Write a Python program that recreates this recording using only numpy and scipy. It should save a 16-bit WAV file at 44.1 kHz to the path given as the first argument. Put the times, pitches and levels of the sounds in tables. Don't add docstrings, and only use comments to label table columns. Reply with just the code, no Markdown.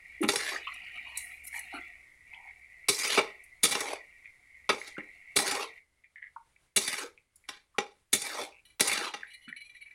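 import sys
import numpy as np
from scipy import signal
from scipy.fft import rfft, irfft, next_fast_len
from scipy.io import wavfile
from scipy.ndimage import uniform_filter1d, map_coordinates

SR = 44100
rng = np.random.default_rng(int(sys.argv[2]) if len(sys.argv) > 2 else 0)


def materialize(psi):
    bounded = np.clip(np.atleast_2d(psi).T, -1, 1)
    quanta = np.round(bounded * 32767).astype(np.int16)
    wavfile.write(sys.argv[1], SR, quanta)


N = 438354

# start_s, level_db, cushion_0_to_1, chatter_s
BLADE_STRIKES = [(.226,-31.5,0.9,0.024), (.288,-25.5,0.27,0.0033), (0.358,-31,.15,0.0025),
                 (2.884,-27,0.11,0.015), (2.99,-44,0.01,0.0018), (3.048,-36,.3,0.0045),
                 (3.129,-38,0.2,.003), (3.173,-24,0.6,0.02), (3.632,-28.5,0,.016), (3.652,-30,0.07,0.0053),
                 (3.709,-34.5,.15,0.018), (3.751,-32,.4,0.0022), (3.805,-40,.05,0.0044),
                 (4.691,-25,0.53,0.0099), (4.728,-50.5,0.9,.008), (4.875,-50.5,.2,0.0053),
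                 (4.981,-42.5,1,0.0015), (5.362,-27.5,0.09,.012), (5.388,-30.5,0.2,0.0045),
                 (5.477,-35.5,.15,.006), (5.511,-36,0.1,0.004), (5.549,-38,0.3,.004),
                 (6.761,-28.5,0.02,.016), (6.876,-36,.08,0.0076), (6.929,-37.5,0.2,0.0014),
                 (7.488,-40,0.31,0.0045), (7.783,-26.5,0.6,0.0035), (8.129,-28,0,.01),
                 (8.217,-43.5,0,0.0055), (8.796,-35,.25,0.0053), (8.807,-25.5,0.06,0.0027),
                 (8.873,-35,0,0.009), (8.914,-36,0.2,0.00395), (8.928,-35.5,0.1,0.0073),
                 (8.975,-35,.3,0.0033), (9.044,-41.5,0.4,.003), (9.137,-39.5,0.53,0.0096)]
# cushion_0_to_1, boom_db, thud_db, knock_db, clank_db, clash_db, sparkle_db
CUSHION_COLOUR = [(0, -22, -7, -11.5, -1.5, 2.5, 5.5), (.5, -34.5, -6.5, 0, .5, -3, -15.5),
                  (0.998, -17.5, 4.5, -4, -5, -30.5, -27)]


def strikes(settle_t60_s=0.28, settle_db=-10, rise_per_chatter=0.093, bounce_hz=280):
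    heavy_db, thud_db_per_db = -28, 0.86
    out, t = np.zeros(N), np.arange(SR // 4) / SR
    edges_hz = [(62, 145), (170, 550), (550, 1400), (1400, 3000), (3400, 6000), (6000, 17000)]
    cushions, *colours = np.transpose(CUSHION_COLOUR)
    for start_s, strength_db, cushion, chatter_s in BLADE_STRIKES:
        levels_db = [strength_db + np.interp(cushion, cushions, colour) for colour in colours]
        levels_db[1] += thud_db_per_db * (strength_db - heavy_db) * (1 - cushion)
        after_s = np.maximum(t - chatter_s, 0)
        cycle = np.cumsum(bounce_hz * amp(2.5 * wobble(200)[:len(t)])) / SR % 1
        bounces = unit(amp(-14 * cycle)) * amp(-60 * after_s / 0.018)
        catches = unit(amp(4 * wobble(220)[:len(t)])) * amp(settle_db - 60 * after_s / settle_t60_s)
        contact = bounces + catches * min(chatter_s / 0.0079, 1)
        onset = np.minimum(t / (rise_per_chatter * chatter_s), 1)
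        force = contact * onset * rng.standard_normal(len(t))
        blow = pan(force, direct=0.17, vary_db=2.5)
        for level_db, edge_hz in zip(levels_db, edges_hz):
            add(out, start_s, amp(level_db) * spread(band(blow, *edge_hz), chatter_s + 0.0093))
    return out


# pitch_hz, width_hz, level_db
PAN_MODES = [(211,12,3), (300,40,-5), (405,65,-2), (619,20,-12), (826,22,0), (1040,40,-8), (1260,55,-7),
             (1945,80,-6), (2265,120,0), (2750,60,-7), (3580,80,-2), (3980,220,-5), (4550,150,-3),
             (4865,45,-2), (5525,55,-2), (5955,40,-2.5), (6560,66,-5), (7170,40,-4), (7900,60,-5),
             (8520,75,-2), (8930,55,-1), (9470,260,-5), (10000,130,0)]
# frequency_hz, gain_db
STEEL_COLOUR = [(100, -6), (200, -4), (400, -1.5), (1000, 2), (5000, -2), (10300, -2), (12000, -5.5),
                (16000, -18.5)]


def pan(force, direct, vary_db):
    f = np.fft.rfftfreq(SR // 4, 1 / SR)
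    modes = 0
    for pitch_hz, width_hz, level_db in PAN_MODES:
        resonance = 1j * f * width_hz / (pitch_hz ** 2 - f * f + 1j * f * width_hz)
        modes = modes + amp(level_db + vary_db * rng.standard_normal()) * resonance
    ringing = signal.fftconvolve(force, irfft(modes))[:len(force)]
    return filtered(direct * force + ringing, lambda f: amp(along(STEEL_COLOUR, f)))


# time_s, pitch_hz
BLADE_RESONANCE = [(.55,1900), (3.06,2195), (3.13,3400), (3.175,2318), (3.78,2002), (3.93,2300),
                   (4.75,2111), (5.45,2068), (5.581,1000), (6.849,2300), (7.04,1399), (8.25,2245),
                   (8.41,600), (8.92,2263), (9.081,1076)]


def scrapes():
    rumble_gain, rasp_gain, grit_gain = pushes()
    resonance_hz = np.interp(np.arange(N) / SR, *np.transpose(BLADE_RESONANCE))
    judder = amp(1.6 * wobble(130))
    iron = pan(friction(slips_per_s=2400, size_db=1.8, hiss=.35) * judder, direct=0.45, vary_db=1)
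    iron = map_coordinates(iron, [np.arange(N) + SR * .006 * wobble(2)], order=3)
    iron = patchy(iron, depth_db=5, frames=6)
    drag = amp(2.5 * wobble(90))
    rumble = unit(band(iron, 310, 1300) * drag)
    grit = unit(filtered(band(iron, 4100, 24000), lambda f: amp(along([(6000, -2.0), (10000, -8.0)], f))))
    squeal = unit(judder * whistle(resonance_hz, width_hz=260))
    rasp = unit(band(iron, 1100, 4700)) + amp(-6) * squeal
    return amp(-1.0) * rumble_gain * rumble + amp(-1) * rasp_gain * rasp + amp(-3.0) * grit_gain * grit


# start_s, length_s, rasp_db, rumble_db, grit_db, easing_db_per_s
BLADE_STROKES = [(0.277,.27,-34,-46.5,-37.5,14), (2.899,0.27,-32.5,-49.5,-32.5,-20),
                 (3.626,.3,-36.5,-44,-38,13), (4.708,0.19,-49,-68,-53,2.5), (5.357,.27,-33,-42,-35.5,28.5),
                 (6.762,0.27,-37,-51.5,-36,13.5), (7.479,0.064,-48,-101,-72,84),
                 (8.122,0.3,-41,-52.5,-40.5,-31), (8.801,0.28,-31,-43,-37.5,38)]
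LIFT_DB_PER_S = 325


def pushes():
    land_s, bite_s = 0.0075, 0.12
    bite_db, rasp_sag_db_per_s, grit_sag_db_per_s = 20, 4.5, 28
    dig_db, dig_power = 8, 0.83
    gains, t = np.zeros((3, N)), np.arange(SR // 2) / SR
    for start_s, length_s, rasp_db, rumble_db, grit_db, easing_db_per_s in BLADE_STROKES:
        travel, past_bite_s = np.minimum(t / length_s, 1), t - bite_s
        lift_db = LIFT_DB_PER_S * np.maximum(t - length_s, 0)
        press = np.minimum(t / land_s, 1) * amp(-easing_db_per_s * past_bite_s - lift_db)
        rumble = rumble_db + dig_db * travel ** dig_power
        rasp = rasp_db + np.minimum(bite_db * past_bite_s / bite_s, -rasp_sag_db_per_s * past_bite_s)
        grit = grit_db - grit_sag_db_per_s * past_bite_s
        for gain, db in zip(gains, (rumble, rasp, grit)):
            add(gain, start_s, press * amp(db))
    return gains


def friction(slips_per_s, size_db, hiss):
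    sizes = rng.standard_normal(N) * amp(size_db * rng.standard_normal(N))
    slips = (rng.random(N) < slips_per_s / SR) * sizes
    return unit(slips) + hiss * rng.standard_normal(N)


# start_s, low_modes_db, upper_modes_db, length_s
BLADE_TAPS = [(0.952,-62,-56,0.004), (1.07,-62,-64,0.026), (1.151,-55,-53.5,0.054), (1.537,-47,-58.5,0.046),
              (1.733,-67,-55.5,0.037), (8.65,-65,-56.5,0.0027), (8.696,-65.5,-68,0.0096),
              (9.264,-58,-67,0.023), (9.3,-59,-60.5,0.02), (9.332,-57.5,-55,0.013), (9.411,-83,-64,0.044),
              (9.478,-51,-57.5,0.013), (9.56,-48.5,-55.5,0.016), (9.602,-51,-56.5,0.018),
              (9.642,-60,-65,0.025), (9.691,-55,-61.5,.01), (9.745,-52,-65,0.0048),
              (9.759,-55.5,-64.5,0.011), (9.807,-49.5,-61,0.0092), (9.822,-51.5,-59,0.0044),
              (9.857,-48.5,-70,0.0029), (9.906,-50.5,-70.5,.007)]
# pitch_hz, level_db
BLADE_MODES = [(1950,-9), (2310,6), (2920,1), (3300,-7), (3980,1), (4270,0), (5900,-14), (8100,-16),
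               (9550,-7), (10150,-1), (11000,-14), (12400,-16)]


def taps(rub_db=-13, rub_t60_s=0.23, rise_s=0.0033):
    out, t = np.zeros(N), np.arange(SR // 6) / SR
    pitch_hz, mode_db = np.transpose(BLADE_MODES)
    low = pitch_hz < 2600
    decay = amp(-60 * t / .075) * np.minimum(t / .001, 1)
    for start_s, low_db, upper_db, length_s in BLADE_TAPS:
        touch = amp(-60 * np.maximum(t - length_s, 0) / 0.0091)
        rub = amp(rub_db - 60 * t / rub_t60_s + 6.8 * wobble(120)[:len(t)])
        graze = rng.standard_normal(len(t)) * np.minimum(t / rise_s, 1) * (touch + rub)
        bent_hz = pitch_hz * (1 + 0.018 * rng.standard_normal(len(pitch_hz)))
        strength = amp(mode_db + 4 * rng.standard_normal(len(pitch_hz)))
        modes = strength[:, None] * np.sin(2 * np.pi * bent_hz[:, None] * t) * decay
        for group, level_db in ((low, low_db), (~low, upper_db)):
            ringing = signal.fftconvolve(graze, modes[group].sum(0))[:len(t)]
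            add(out, start_s, amp(level_db) * spread(ringing, length_s + 0.0022))
    return out


# start_s, pitch_hz, level_db, length_s
WET_POPS = [(0.204,314,-34,0.056), (.559,1830,-35,0.0039), (0.668,1147,-44,0.026), (.669,2730,-40.5,0.0086),
            (1.058,985,-62.5,0.11), (1.527,2020,-45,0.068), (1.538,864,-56,0.044), (1.723,767,-50,0.036),
            (1.734,1350,-48.5,0.049), (1.736,319,-53,0.047), (2.326,856,-64,.15), (2.333,2300,-46.5,0.0043),
            (2.344,3020,-55.5,.004), (2.473,2120,-53,0.036), (4.24,2180,-52.5,0.036),
            (4.814,2010,-40.5,0.0023), (4.967,1470,-47,0.014), (4.984,2020,-45.5,0.022),
            (6.037,2150,-61.5,0.023), (6.157,1950,-54,0.039), (6.217,1950,-51,0.062),
            (6.361,1010,-45,0.0082), (6.362,1300,-51,0.0025), (6.558,2230,-65.5,.01), (7.035,418,-49,0.029),
            (7.175,2310,-60,0.0092), (7.438,2160,-67.5,.02), (7.534,3400,-56,.004), (7.741,1140,-63,0.025),
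            (8.382,548,-43,0.023), (8.518,2430,-63.5,0.079), (9.23,1720,-40.5,0.0043),
            (9.468,217,-57,0.037), (9.475,1605,-54.5,0.029), (9.526,1980,-39,0.00081)]


def pops(width_ratio=1.106, tail_db=-18, tail_t60_s=0.15):
    out, t = np.zeros(N), np.arange(SR // 3) / SR
    for start_s, pitch_hz, level_db, length_s in WET_POPS:
        swell = np.minimum(t / (0.026 * length_s), 1)
        fade = amp(-60 * np.maximum(t - length_s, 0) / (length_s + 0.0069)) + amp(tail_db - 60 * t / tail_t60_s)
        bursts = rng.random(len(t)) < 500 / SR
        bubbles = rng.standard_normal(len(t)) * (bursts + .06) * swell * fade
        ring = band(bubbles, pitch_hz / width_ratio - 30, pitch_hz * width_ratio + 30, order=3)
        snap = band(bubbles, pitch_hz / 1.6, pitch_hz * 1.6, order=4)
        add(out, start_s, amp(level_db) * spread(ring + amp(-28) * snap, length_s + 0.005))
    return out


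# start_s, level_db, length_s
FAT_SPITS = [(0.213,-46,0.0065), (0.229,-43,0.0077), (0.737,-54,0.0071), (1.172,-31.5,0.0033),
             (1.434,-53,0.022), (1.462,-46,0.02), (1.51,-53,0.07), (1.59,-41.5,0.0041), (3.436,-57.5,.005),
             (7.356,-57.5,0.0057)]
# frequency_hz, gain_db
SPIT_COLOUR = [(1500,-44), (4000,-11.5), (6500,-2), (10000,9.5), (15000,-9.5)]


def spits(snap_t60_s=0.024, fizz_db=-17, fizz_t60_s=0.5):
    out, t = np.zeros(N), np.arange(SR // 4) / SR
    for start_s, level_db, length_s in FAT_SPITS:
        fade = amp(-60 * np.maximum(t - length_s, 0) / snap_t60_s) + amp(fizz_db - 60 * t / fizz_t60_s)
        fizz = patchy(rng.standard_normal(len(t)), depth_db=6.0, frames=12)
        burst = filtered(fizz, lambda f: amp(along(SPIT_COLOUR, f))) * fade * np.minimum(t / length_s, 1)
        add(out, start_s, amp(level_db) * spread(burst, length_s + 0.0037))
    return out


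# time_s, level_db, pitch_hz
SIMMER_COURSE = [(0,-52,2250), (.65,-45.5,2400), (1.15,-45.5,2330), (1.401,-50,2230), (1.8,-45.5,2230),
                 (2.189,-58,2020), (2.299,-51.5,2230), (2.619,-54,2100), (3.301,-48.5,2230),
                 (3.55,-56.5,2070), (4.05,-52,2270), (4.351,-57,2130), (5.102,-51.5,2180), (5.78,-50,2200),
                 (5.899,-77,2150), (8.902,-91.5,2150), (9.217,-50,1950), (9.94,-77,2250)]
# frequency_hz, gain_db
SIZZLE_COLOUR = [(1500, -40.5), (1750, -15.5), (1900, 11.5), (2250, 4), (2450, 0), (2650, -29),
                 (3300, -35.5)]
# frequency_hz, gain_db
WET_COLOUR = [(300, -13), (560, -26.5), (720, 7.5), (850, -16.5), (1000, -18.5), (1350, -2.5), (1700, -9),
              (2700, 1), (3200, -10.5), (4200, -6.5), (6000, -39.5), (12000, -47)]


def simmer(lively_db=-45, growth=2.5, widening=1.5):
    time_s, *columns = np.transpose(SIMMER_COURSE)
    level_db, pitch_hz = (np.interp(np.arange(N) / SR, time_s, column) for column in columns)
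    level_db = np.maximum(level_db, stirring())

    def bubbles(depth_db):
        grains = friction(slips_per_s=600, size_db=3, hiss=.6)
        return patchy(grains, depth_db, frames=9) * amp(1.5 * wobble(25))

    sizzle = unit(filtered(bubbles(4), lambda f: amp(along(SIZZLE_COLOUR, f))))
    whistles = [whistle(pitch_hz + 90 * wobble(14), width_hz=90) * amp(3.5 * wobble(22)) for _ in range(3)]
    core = unit(sum(whistles))
    froth = whistle(pitch_hz + 330, width_hz=260) * amp(2 * wobble(30))
    wet = unit(filtered(bubbles(7), lambda f: amp(along(WET_COLOUR, f))))
    hiss = unit(band(bubbles(3), 2300, 12000, order=5))
    busy = amp(lively_db + widening * (level_db - lively_db))
    lively = amp(lively_db + growth * (level_db - lively_db))
    narrow = amp(-3.0) * busy * sizzle + amp(level_db - 4.5) * core
    return narrow + lively * (amp(-10.5) * wet + amp(-6.5) * froth) + amp(level_db - 27) * hiss


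def stirring(stir_db=-56, calm_db_per_s=78.5):
    t = np.arange(N) / SR
    hardest_db = max(row[2] for row in BLADE_STROKES)
    flares_db = []
    for start_s, length_s, rasp_db, *_ in BLADE_STROKES:
        past_end_s = t - start_s - length_s
        drop_db = np.maximum(calm_db_per_s * past_end_s, -LIFT_DB_PER_S * past_end_s)
        flares_db.append(stir_db + rasp_db - hardest_db - drop_db)
    return np.max(flares_db, axis=0)


# frequency_hz, t60_s
KITCHEN_DECAY = [(150, 0.12), (400, .3), (1500, 0.18), (7000, 0.18), (15000, 0.016)]


def kitchen(x):
    hz, t, z = signal.stft(rng.standard_normal(SR // 2), SR, nperseg=256)
    tail = signal.istft(z * amp(-60 * t / along(KITCHEN_DECAY, hz)[:, None]), SR, nperseg=256)[1]
    tail = np.pad(tail, (round(.004 * SR), 0))
    return signal.fftconvolve(x, tail / np.linalg.norm(tail))[:N]


# frequency_hz, gain_db
AIR_COLOUR = [(20, -2.5), (70, -3), (190, -15.5), (1000, -20), (2000, -18), (6000, -26.5), (10000, -22),
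              (13000, -38)]
# time_s, level_db
HUM_LEVEL = [(0, -5.5), (1.8, -3.5), (2.6, -11.5), (5.3, -12), (5.9, -31.5)]


def background():
    air = unit(filtered(rng.standard_normal(N), lambda f: amp(along(AIR_COLOUR, f))))
    hum = unit(filtered(rng.standard_normal(N), lambda f: np.exp(-((f - 64) / 5) ** 2)))
    fade_db = np.interp(np.arange(N) / SR, *np.transpose(HUM_LEVEL))
    flutter_db = .07 * fade_db * wobble(14)
    return amp(-67.0 + 0.26 * fade_db + flutter_db) * air + amp(-66.5 + fade_db) * hum


def whistle(hz, width_hz):
    wander = band(rng.standard_normal(N), 40, width_hz)
    return unit(wander * np.cos(2 * np.pi * np.cumsum(hz) / SR))


def patchy(x, depth_db, frames):
    z = signal.stft(x, nperseg=512)[2]
    field = uniform_filter1d(rng.standard_normal(z.shape), size=2, axis=0)
    field = uniform_filter1d(field, size=frames, axis=1)
    return signal.istft(z * amp(depth_db * unit(field)), nperseg=512)[1][:len(x)]


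def amp(db):
    return 10 ** (np.asarray(db) / 20)


def unit(x):
    return x / np.sqrt(np.mean(x ** 2) + 1e-20)


def along(points, hz):
    f, v = np.transpose(points)
    return np.interp(np.log(hz + 1), np.log(f + 1), v)


def wobble(knots_per_s):
    knots = rng.standard_normal(int(N * knots_per_s / SR) + 4)
    return map_coordinates(knots, [np.arange(N) * knots_per_s / SR], order=2)


def filtered(x, response):
    m = next_fast_len(len(x) + 8192)
    return irfft(rfft(x, m) * response(np.fft.rfftfreq(m, 1 / SR)), m)[:len(x)]


def band(x, lo_hz, hi_hz, order=3):
    sos = signal.butter(order, [lo_hz, min(hi_hz, .48 * SR)], "band", fs=SR, output="sos")
    return signal.sosfilt(sos, x)


def add(track, start_s, sound):
    part = track[max(round(start_s * SR), 0):][:len(sound)]
    part += sound[:len(part)]


def spread(x, seconds):
    return x * np.sqrt(seconds * SR / (np.sum(x ** 2) + 1e-20))


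def scene():
    blade = amp(.5) * strikes() + scrapes() + amp(4.0) * taps()
    food = amp(3.0) * pops() + amp(2.0) * spits()
    near = blade + food
    return (near + amp(-12) * kitchen(near) + simmer() + background())[None]


def record(dry, top_hz=15900):
    return np.array([filtered(x, lambda hz: hz < top_hz) for x in dry])


dry = scene()
out = record(dry)
materialize(out)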